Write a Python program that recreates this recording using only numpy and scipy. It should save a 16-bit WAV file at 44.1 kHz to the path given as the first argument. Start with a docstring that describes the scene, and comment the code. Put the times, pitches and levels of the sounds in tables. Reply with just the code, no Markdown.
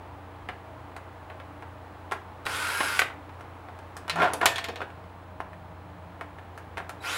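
"""A cordless drill backs a screw out of a garden tool's plastic housing on a garage floor, in two bursts.
Its gear teeth rasp and its rotor sounds harmonics of the turning speed. The bit knocks about in the screw
heads, exciting the modes of the hollow housing. Between the bursts the housing is tipped: it scrapes over
the concrete by stick-slip friction and rattles a loose metal part. The garage reverberates briefly,
and a machine hums steadily behind it all, with outdoor air coming through the open door."""
import sys
import numpy as np
from scipy import signal
from scipy.fft import rfft, irfft
from scipy.io import wavfile
from scipy.ndimage import uniform_filter1d, map_coordinates

SR = 44100
rng = np.random.default_rng(int(sys.argv[2]) if len(sys.argv) > 2 else 0)


def pcm_store(signal):
    """Save signal as 16-bit PCM."""
    levels = np.round(np.clip(np.atleast_2d(signal), -1, 1) * 32767)
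    wavfile.write(sys.argv[1], SR, levels.astype(np.int16).T)


N = 316197
TIME = np.arange(N) / SR


# Trigger pulls: pressed_s, released_s, squeeze_s, time_constant_s, gear_db, whine_re_gear_db, controller_db
TRIGGER_PULLS = [(2.452, 2.992, .004, .055, -29, -12, -38), (7.004, 7.4, 0.063, 0.061, -29.5, -6.5, -47.5)]

def motor(top_turns_per_s=325, ease_s=.12, sag_turns_per_s2=390, brake_s=.05, grind_db=3, idle_share=.46):
    """First-order lag: the rotor nears top speed, sags as the finger eases, then brakes with a grind."""
    turns_per_s, gain = 0, 0
    for pressed, released, squeeze_s, time_constant_s, gear_db, *_ in TRIGGER_PULLS:
        since = np.maximum(TIME - pressed, 0)
        rise = top_turns_per_s * (1 - np.exp(-since / time_constant_s))
        sag = sag_turns_per_s2 * np.maximum(TIME - released + ease_s, 0)
        unbraked = np.clip(1 - (TIME - released) / brake_s, 0, 1)
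        speed = np.maximum(rise - sag, 0) * unbraked
        squeeze = np.minimum(since / squeeze_s, 1)
        drive = squeeze * np.sqrt(unbraked) * from_db(gear_db + grind_db * (TIME > released))
        turns_per_s += speed
        gain += drive * (idle_share + (1 - idle_share) * (speed / top_turns_per_s) ** 2)
    return turns_per_s, gain


# Tones of rotor, gears and commutator: cycles_per_turn, level_re_gear_db
ROTOR_ORDERS = [(3, -18), (4, -16), (5, -13), (7, -21), (12, -22), (16, -26), (20, -29), (24, -31),
                (26, -27), (31, -25), (32, -29), (35, -29), (41, -35)]
# Spectrum of the tooth impacts: frequency_hz, gain_db
GEAR_SPECTRUM = [(200, -23), (320, -17), (550, -10), (750, -15.5), (1000, -7), (1250, -13.5), (1700, -9),
                 (2200, -7), (3500, -16.5), (5000, -17), (6000, -22.5), (10500, -19.5), (13000, -26),
                 (16000, -36)]
# Resonances of the drill's casing, gearbox and rotor: centre_hz, bandwidth_hz, gain_db
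CASING_MODES = [(1290, 230, -3), (1510, 79, 5), (2620, 330, -7.5), (3190, 70, 5), (3730, 60, -22),
                (4970, 480, -6), (8700, 90, -9.5)]
GEARBOX_MODES = [(1405, 30, 18.5)]
ROTOR_MODES = [(10062, 90, 5)]

def drill(rasp_db=-5, throb=0.06, flutter=0.18):
    """Forced vibration: gear teeth shake the casing; one rotor harmonic squeals as it meets a resonance."""
    turns_per_s, gain = motor()
    angle = phase_of(turns_per_s * (1 + .0016 * drift(120)))
    mesh = np.maximum(np.cos(4 * angle), 0) ** 2
    impacts = 2 * mesh * grains(per_s=9000, spread_db=2.1)
    teeth = (impacts + from_db(rasp_db) * rng.standard_normal(N)) * (1 + throb * np.cos(angle))
    gears = rms_one(resonate(colour(teeth, GEAR_SPECTRUM), CASING_MODES + GEARBOX_MODES))
    tones = sum(from_db(db) * np.sqrt(2) * np.sin(order * angle) * (1 + flutter * drift(35))
                for order, db in ROTOR_ORDERS)
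    return gain * (gears + resonate(tones, ROTOR_MODES))


def gear_strain(overtone_db=-9, width_hz=1300, full_strain_turns_per_s2=1200):
    """Inertial load: accelerating gears add a rising whine, made raspy by random modulation."""
    turns_per_s, gain = motor()
    acceleration = np.clip(np.gradient(turns_per_s) * SR / full_strain_turns_per_s2, 0, 1)
    pulled = sum(from_db(whine_db) * (TIME >= pressed) * (TIME < released)
                 for pressed, released, *_, whine_db, _ in TRIGGER_PULLS)
    strain = uniform_filter1d(np.sqrt(acceleration) * pulled, size=600)
    mesh_phase = phase_of(12 * turns_per_s)
    whine = 0
    for k in (1, 2):
        partial = drift(width_hz) * np.cos(k * mesh_phase) + drift(width_hz) * np.sin(k * mesh_phase)
        whine += from_db(overtone_db * (k - 1)) * partial
    return gain * strain * whine


def controller(chop_hz=3905, attack_s=0.0032, t60_s=0.11):
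    """Magnetic force: chopped current makes the windings sing briefly at the start of each pull."""
    envelope = 0
    for pressed, *_, db in TRIGGER_PULLS:
        since = np.maximum(TIME - pressed, 0)
        envelope += np.minimum(since / attack_s, 1) * from_db(db - 60 * since / t60_s)
    return envelope * three_harmonics(2 * np.pi * chop_hz * TIME, step_db=-16)


# The spindle takes up its play, then clacks when braked: start_s, level_db, hardness_db
SPINDLE_CLACKS = [(2.4655, -29.5, -2), (2.9925, -19, -0.5), (2.9965, -29, 8), (3.0105, -36, -6),
                  (3.018, -23.5, -8)]

def spindle():
    """Backlash: the steel dogs of the spindle lock hit their stops with short, hard clacks."""
    clacks = by_hardness(SPINDLE_CLACKS, thud_db=-17.5, snap_db=-13.5)
    return contacts(clacks, thud_hz=330, body_hz=875, bright_hz=2380, snap_hz=4900,
                    t60_s=0.027, snap_t60_s=.035, crack=0.99, snap_ratio=2.1)


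# Bit, hand and floor knock the plastic: start_s, relative_level_db, hardness_db
PLASTIC_KNOCKS = [(0.4884, -35, -6.5), (0.9648, -42.5, 5.5), (1.3005, -44.5, -6), (1.4003, -47, -4),
                  (1.6233, -46, -3), (2.113, -39, 3), (2.1202, -30, 3), (2.8045, -25, -2), (3.1, -45, -11),
                  (3.4088, -48.5, 4), (3.686, -48, -8), (3.7889, -49, 5), (3.9675, -43.5, 16),
                  (4.08, -38.5, 5), (4.1585, -38, 7), (4.2204, -24.5, -3.5), (4.413, -27, -2),
                  (4.8051, -38, -11), (4.817, -34, -7), (5.4032, -36.5, -5), (5.5319, -49.5, -3),
                  (6.2109, -37.5, -2.5), (6.385, -47.5, -4), (6.5766, -45, 7.5), (6.772, -36, -1),
                  (6.7791, -37, 2), (6.802, -41.5, -12), (6.8938, -39.5, 10)]
# Resonances of the hollow housing: centre_hz, bandwidth_hz, gain_db
HOUSING_MODES = [(400, 33, -14), (559, 50, -9), (710, 153, 4), (1050, 210, 1.5), (1343, 43, 4.5),
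                 (1640, 74, 1), (2500, 58, -16), (2940, 86, -7), (3530, 110, -5), (4220, 90, -12)]

def plastic(gain_db=-2.5, ticks_per_s=1.5, tick_db=-56, spread_db=3):
    """Impact excitation: knocks and faint ticks of the shifting grip ring the housing's damped modes."""
    chance = rng.random((int(ticks_per_s * N / SR), 2))
    ticks = [(when * N / SR, tick_db + spread_db * (2 * size - 1), 0) for when, size in chance]
    hits = by_hardness(PLASTIC_KNOCKS + ticks, thud_db=-6, snap_db=-17)
    knocks = contacts(hits, thud_hz=249, body_hz=800, bright_hz=2290, snap_hz=4005,
                      t60_s=0.075, snap_t60_s=0.064, crack=2.48, snap_ratio=2.65)
    return from_db(gain_db) * resonate(knocks, HOUSING_MODES)


# The loose metal part strikes: start_s, level_db, thud_re_level_db, snap_re_level_db, ping_hz, ping_db
METAL_STRIKES = [(4.097, -27, -26, -14, 4210, -28.5), (4.3347, -37.5, 7, 0, 10220, -28),
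                 (4.4571, -16.5, -12.5, -7.5, 7470, -32), (4.5586, -33.5, -13, -12, 3470, -32),
                 (4.582, -30, -24, -17, 3430, -44), (4.6423, -33.5, -13, -13, 3230, -49),
                 (4.6856, -37.5, 5, -16.5, 3400, -53), (4.7579, -40, -7, -17.5, 3770, -45)]
# Modes of the whole part: pitch_hz, relative_level_db, t60_s
METAL_MODES = [(680, -10, .3), (769, -9, 0.11), (967, -12, .35), (1057, -8, .27), (1364, -23, .5),
               (1680, -15.5, .5), (1800, -10, 0.42), (2260, -25.5, 0.54), (2540, -12, .25),
               (2880, -15, 0.25), (3380, -23, .5), (3560, -13.5, 0.34), (4300, -20.5, 0.33),
               (5270, -22.5, 0.22)]

def metal(ring_db=-5, scatter_db=2.5, ping_cycles=250, ping_split=0.04):
    """Free vibration: each struck spot pings with a close pair of modes and the whole part rings on."""
    out = contacts([row[:4] for row in METAL_STRIKES], thud_hz=301, body_hz=776, bright_hz=3500,
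                   snap_hz=6910, t60_s=0.079, snap_t60_s=0.04, crack=0.89, snap_ratio=1.66)
    for start_s, *_, ping_hz, ping_db in METAL_STRIKES:
        click, t60_s = clicks_at(start_s, ping_db), ping_cycles / ping_hz
        out += ring(click, ping_hz * (1 - ping_split), t60_s)
        out -= ring(click, ping_hz * (1 + ping_split), t60_s)
    starts_s, levels_db, *_ = np.transpose(METAL_STRIKES)
    for hz, mode_db, t60_s in METAL_MODES:
        excitation_db = levels_db + mode_db + ring_db + scatter_db * rng.standard_normal(len(starts_s))
        out += ring(clicks_at(starts_s, excitation_db), hz, t60_s)
    return out


# The housing slides over the concrete: start_s, swell_s, peak_db, t60_s
HOUSING_SLIDES = [(4.158, 0.078, -18, 0.26), (4.409, 0.026, -22.5, 0.11)]
# Spectrum of the friction: frequency_hz, gain_db
FRICTION_SPECTRUM = [(130, -23.5), (230, -2.5), (330, -3.5), (500, -8.5), (700, 5), (1100, -1.5),
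                     (1600, -5), (2500, -11), (3500, -17), (6000, -31), (10000, -36.5), (15000, -48.5)]
# Resonances of the whole garden tool: centre_hz, bandwidth_hz, gain_db
TOOL_MODES = [(396, 39, -2), (714, 19, 3.5), (794, 19.8, -29.5), (1020, 100, 4), (1394, 77, 9),
              (1673, 19, -1)]

def scrape(grit_db=-6, swell_db=13.5):
    """Stick-slip friction: plastic catches on gritty concrete and shakes the tool, swelling and dying."""
    push = 0
    for start_s, swell_s, peak_db, t60_s in HOUSING_SLIDES:
        past_peak = TIME - start_s - swell_s
        envelope_db = np.minimum(swell_db * past_peak / swell_s, -60 * past_peak / t60_s)
        push += (TIME >= start_s) * from_db(peak_db + envelope_db)
    slips = grains(per_s=1600, spread_db=2.58) + from_db(grit_db) * rng.standard_normal(N)
    return push * rms_one(resonate(colour(slips, FRICTION_SPECTRUM), TOOL_MODES))


def judder(start_s=4.11, length_s=0.16, peak_db=-40.5, start_hz=150.5, rise_hz_per_s=179, jitter=0.0366):
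    """Relaxation oscillation: the housing's foot sticks and slips ever faster, making a low groan."""
    since = np.clip(TIME - start_s, 0, length_s)
    slip_hz = (start_hz + rise_hz_per_s * since) * (1 + jitter * drift(60))
    arch = np.sin(np.pi * since / length_s)
    return from_db(peak_db) * arch * rms_one(three_harmonics(phase_of(slip_hz), step_db=-8))


# Reverberation time of the garage: frequency_hz, t60_s
GARAGE_DECAY = [(200, 0.33), (1000, 0.33), (4000, 0.25), (12000, 0.21)]

def garage(x, wet_db=-8, build_s=0.0028):
    """Reverberation: diffuse reflections build up and decay exponentially, sooner in the treble."""
    t, response = np.arange(SR * 3 // 4) / SR, 0
    edges_hz = np.geomspace(125, 16000, 8)
    for low, high in zip(edges_hz, edges_hz[1:]):
        t60_s = at_hz(GARAGE_DECAY, np.sqrt(low * high))
        response += band(rng.standard_normal(len(t)), low, high) * from_db(-60 * t / t60_s)
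    response *= np.minimum(t / build_s, 1)
    return x + from_db(wet_db) * signal.fftconvolve(x, response / np.linalg.norm(response))[:N]


# Partials of the humming machine: pitch_hz, level_db, unsteadiness_ratio
HUM_PARTIALS = [(65.8, -61, 0.79), (81, -61, 0.53), (89.3, -49.5, 0.097), (118.8, -57.5, 0.46),
                (292.2, -61, 0.64), (628, -60, 0.94)]

def machine_hum():
    """Random modulation: each partial of the hum wavers in amplitude and phase."""
    hum = 0
    for hz, db, unsteadiness in HUM_PARTIALS:
        waver = 1 + unsteadiness * (drift(9.6) + 1j * drift(8))
        hum += from_db(db) * rms_one(np.real(waver * np.exp(2j * np.pi * hz * TIME)))
    return hum


# Spectrum of the outdoor air: frequency_hz, gain_db
AIR_SPECTRUM = [(82, -36), (140, -7), (177, -4.5), (216, -9), (295, -3), (429, -8.5), (464, -2.5),
                (502, -7), (623, -5), (853, -2), (3440, -25.5), (4100, -30), (5840, -37.5), (11500, -40),
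                (15300, -48)]
# Its slow rise and fall: time_s, level_db
AIR_LEVELS = [(0, -47), (4.7, -46.5), (5.4, -49), (7.17, -47)]

def outdoors(drone_db=-54.5, drone_peak_s=5.8, drone_width_s=0.98, rumble_db=-63):
    """Filtered noise: broadband outdoor air, a distant narrowband drone that swells, and a low rumble."""
    air_db = np.interp(TIME, *np.transpose(AIR_LEVELS))
    air = from_db(air_db) * rms_one(colour(rng.standard_normal(N), AIR_SPECTRUM))
    swell = 1 / (1 + ((TIME - drone_peak_s) / drone_width_s) ** 2)
    drone = from_db(drone_db) * swell * rms_one(band(rng.standard_normal(N), 160, 189))
    rumble = from_db(rumble_db) * rms_one(band(rng.standard_normal(N), 30, 107.4))
    return air + drone + rumble


# Tones of a high background whine: pitch_hz, level_db
WHINE_TONES = [(4081, -81), (15671, -80)]

def faint_whine():
    """Pure tones: two steady sinusoids make a faint, high whine."""
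    return sum(from_db(db) * np.sqrt(2) * np.sin(2 * np.pi * hz * TIME) for hz, db in WHINE_TONES)


def by_hardness(rows, thud_db, snap_db, thud_loss=0.3):
    """Contact stiffness: harder hits snap more and thud less. Gives start_s, level_db, thud_db, snap_db."""
    return [(s, db, thud_db - thud_loss * hardness, snap_db + hardness) for s, db, hardness in rows]


def contacts(rows, thud_hz, body_hz, bright_hz, snap_hz, t60_s, snap_t60_s, crack, snap_ratio):
    """Impact transients: a crack and a dying clatter in three bands, low thud, middle body, high snap."""
    out, t = np.zeros(N + SR), np.arange(SR // 8) / SR
    span = .015 * SR  # a level is the rms of the band's energy spread over 15 ms
    spike = crack * np.exp(-t / 0.00027)
    for start_s, db, thud_db, snap_db in rows:
        thud, body, snap = [rng.standard_normal(len(t)) * (from_db(-60 * t / decay_s) + spike)
                            for decay_s in (t60_s, t60_s, snap_t60_s)]
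        thud = band(thud, thud_hz, body_hz)
        body = band(band(body, body_hz, bright_hz), body_hz / 2, 2 * bright_hz)
        snap = band(snap, max(snap_hz / snap_ratio, bright_hz), snap_hz * snap_ratio)
        start = int(start_s * SR)
        for part, level_db in [(thud, db + thud_db), (body, db), (snap, db + snap_db)]:
            out[start:start + len(t)] += from_db(level_db) * part * np.sqrt(span / np.sum(part ** 2))
    return out[:N]


def resonate(x, modes):
    """Resonance: a body passes the sound and lifts it around each mode."""
    out = x.copy()
    for hz, width_hz, db in modes:
        r = np.exp(-np.pi * width_hz / SR)
        feedback = [1, -2 * r * np.cos(2 * np.pi * hz / SR), r * r]
        out += from_db(db) * signal.lfilter(np.array([1, 0, -1]) * (1 - r * r) / 2, feedback, x + 1e-18)
    return out


def ring(clicks, hz, t60_s):
    """Damped oscillator: a unit click starts a decaying sine of height 1."""
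    r, w = from_db(-60 / (t60_s * SR)), 2 * np.pi * hz / SR
    return signal.lfilter([0, np.sin(w)], [1, -2 * r * np.cos(w), r * r], clicks + 1e-18)


def clicks_at(start_s, db):
    """Impulses at given times and levels."""
    out = np.zeros(N)
    out[(np.asarray(start_s) * SR).astype(int)] = from_db(db)
    return out


def grains(per_s, spread_db):
    """Shot noise: random tiny impacts of uneven size; rms 1."""
    sizes = from_db(spread_db * np.minimum(rng.exponential(1, N), 3)) * rng.choice([-1, 1], N)
    return rms_one(sizes * (rng.random(N) < per_s / SR))


def drift(rate_hz):
    """Smooth random fluctuation; rms 1."""
    knots = rng.standard_normal(int(rate_hz * N / SR) + 4)
    return rms_one(map_coordinates(knots, [TIME * rate_hz + 1], order=3))


def three_harmonics(phase, step_db):
    """Harmonic series: three partials, changing by step_db from each to the next."""
    return sum(from_db(step_db * k) * np.sin((k + 1) * phase) for k in range(3))


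def phase_of(hz):
    """Phase in radians is the integral of frequency."""
    return 2 * np.pi * np.cumsum(hz) / SR


def colour(x, spectrum):
    """Spectral shaping, falling away below the spectrum's first point."""
    hz = np.fft.rfftfreq(N, 1 / SR)
    return irfft(rfft(x) * from_db(at_hz(spectrum, hz)) * np.minimum(hz / spectrum[0][0], 1), N)


def band(x, low_hz, high_hz):
    """Gentle band-pass filter."""
    sections = signal.butter(2, [low_hz, min(high_hz, .45 * SR)], "band", fs=SR, output="sos")
    return signal.sosfilt(sections, x)


def at_hz(points, hz):
    """Interpolation on a log-frequency axis."""
    points_hz, values = np.transpose(points)
    return np.interp(np.log(np.maximum(hz, 1)), np.log(points_hz), values)


def from_db(db):
    """Decibels to amplitude ratio."""
    return 10 ** (np.asarray(db) / 20)


def rms_one(x):
    """Normalisation to rms 1."""
    return x / np.sqrt(np.mean(x ** 2) + 1e-20)


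def scene():
    """Superposition: the reverberant work sounds add to the background, alike in both channels."""
    work = drill() + controller() + spindle() + plastic() + metal() + scrape() + judder() + gear_strain()
    mono = garage(work) + outdoors() + machine_hum() + faint_whine()
    return np.array([mono, mono])


def record(dry, cutoff_hz=16100):
    """Clipping and band limiting: peaks stop at full scale and a steep low-pass cuts the top."""
    low_pass = signal.ellip(10, .1, 80, cutoff_hz, fs=SR, output="sos")
    return signal.sosfilt(low_pass, np.clip(dry, -1, 1))


dry = scene()
out = record(dry)
pcm_store(out)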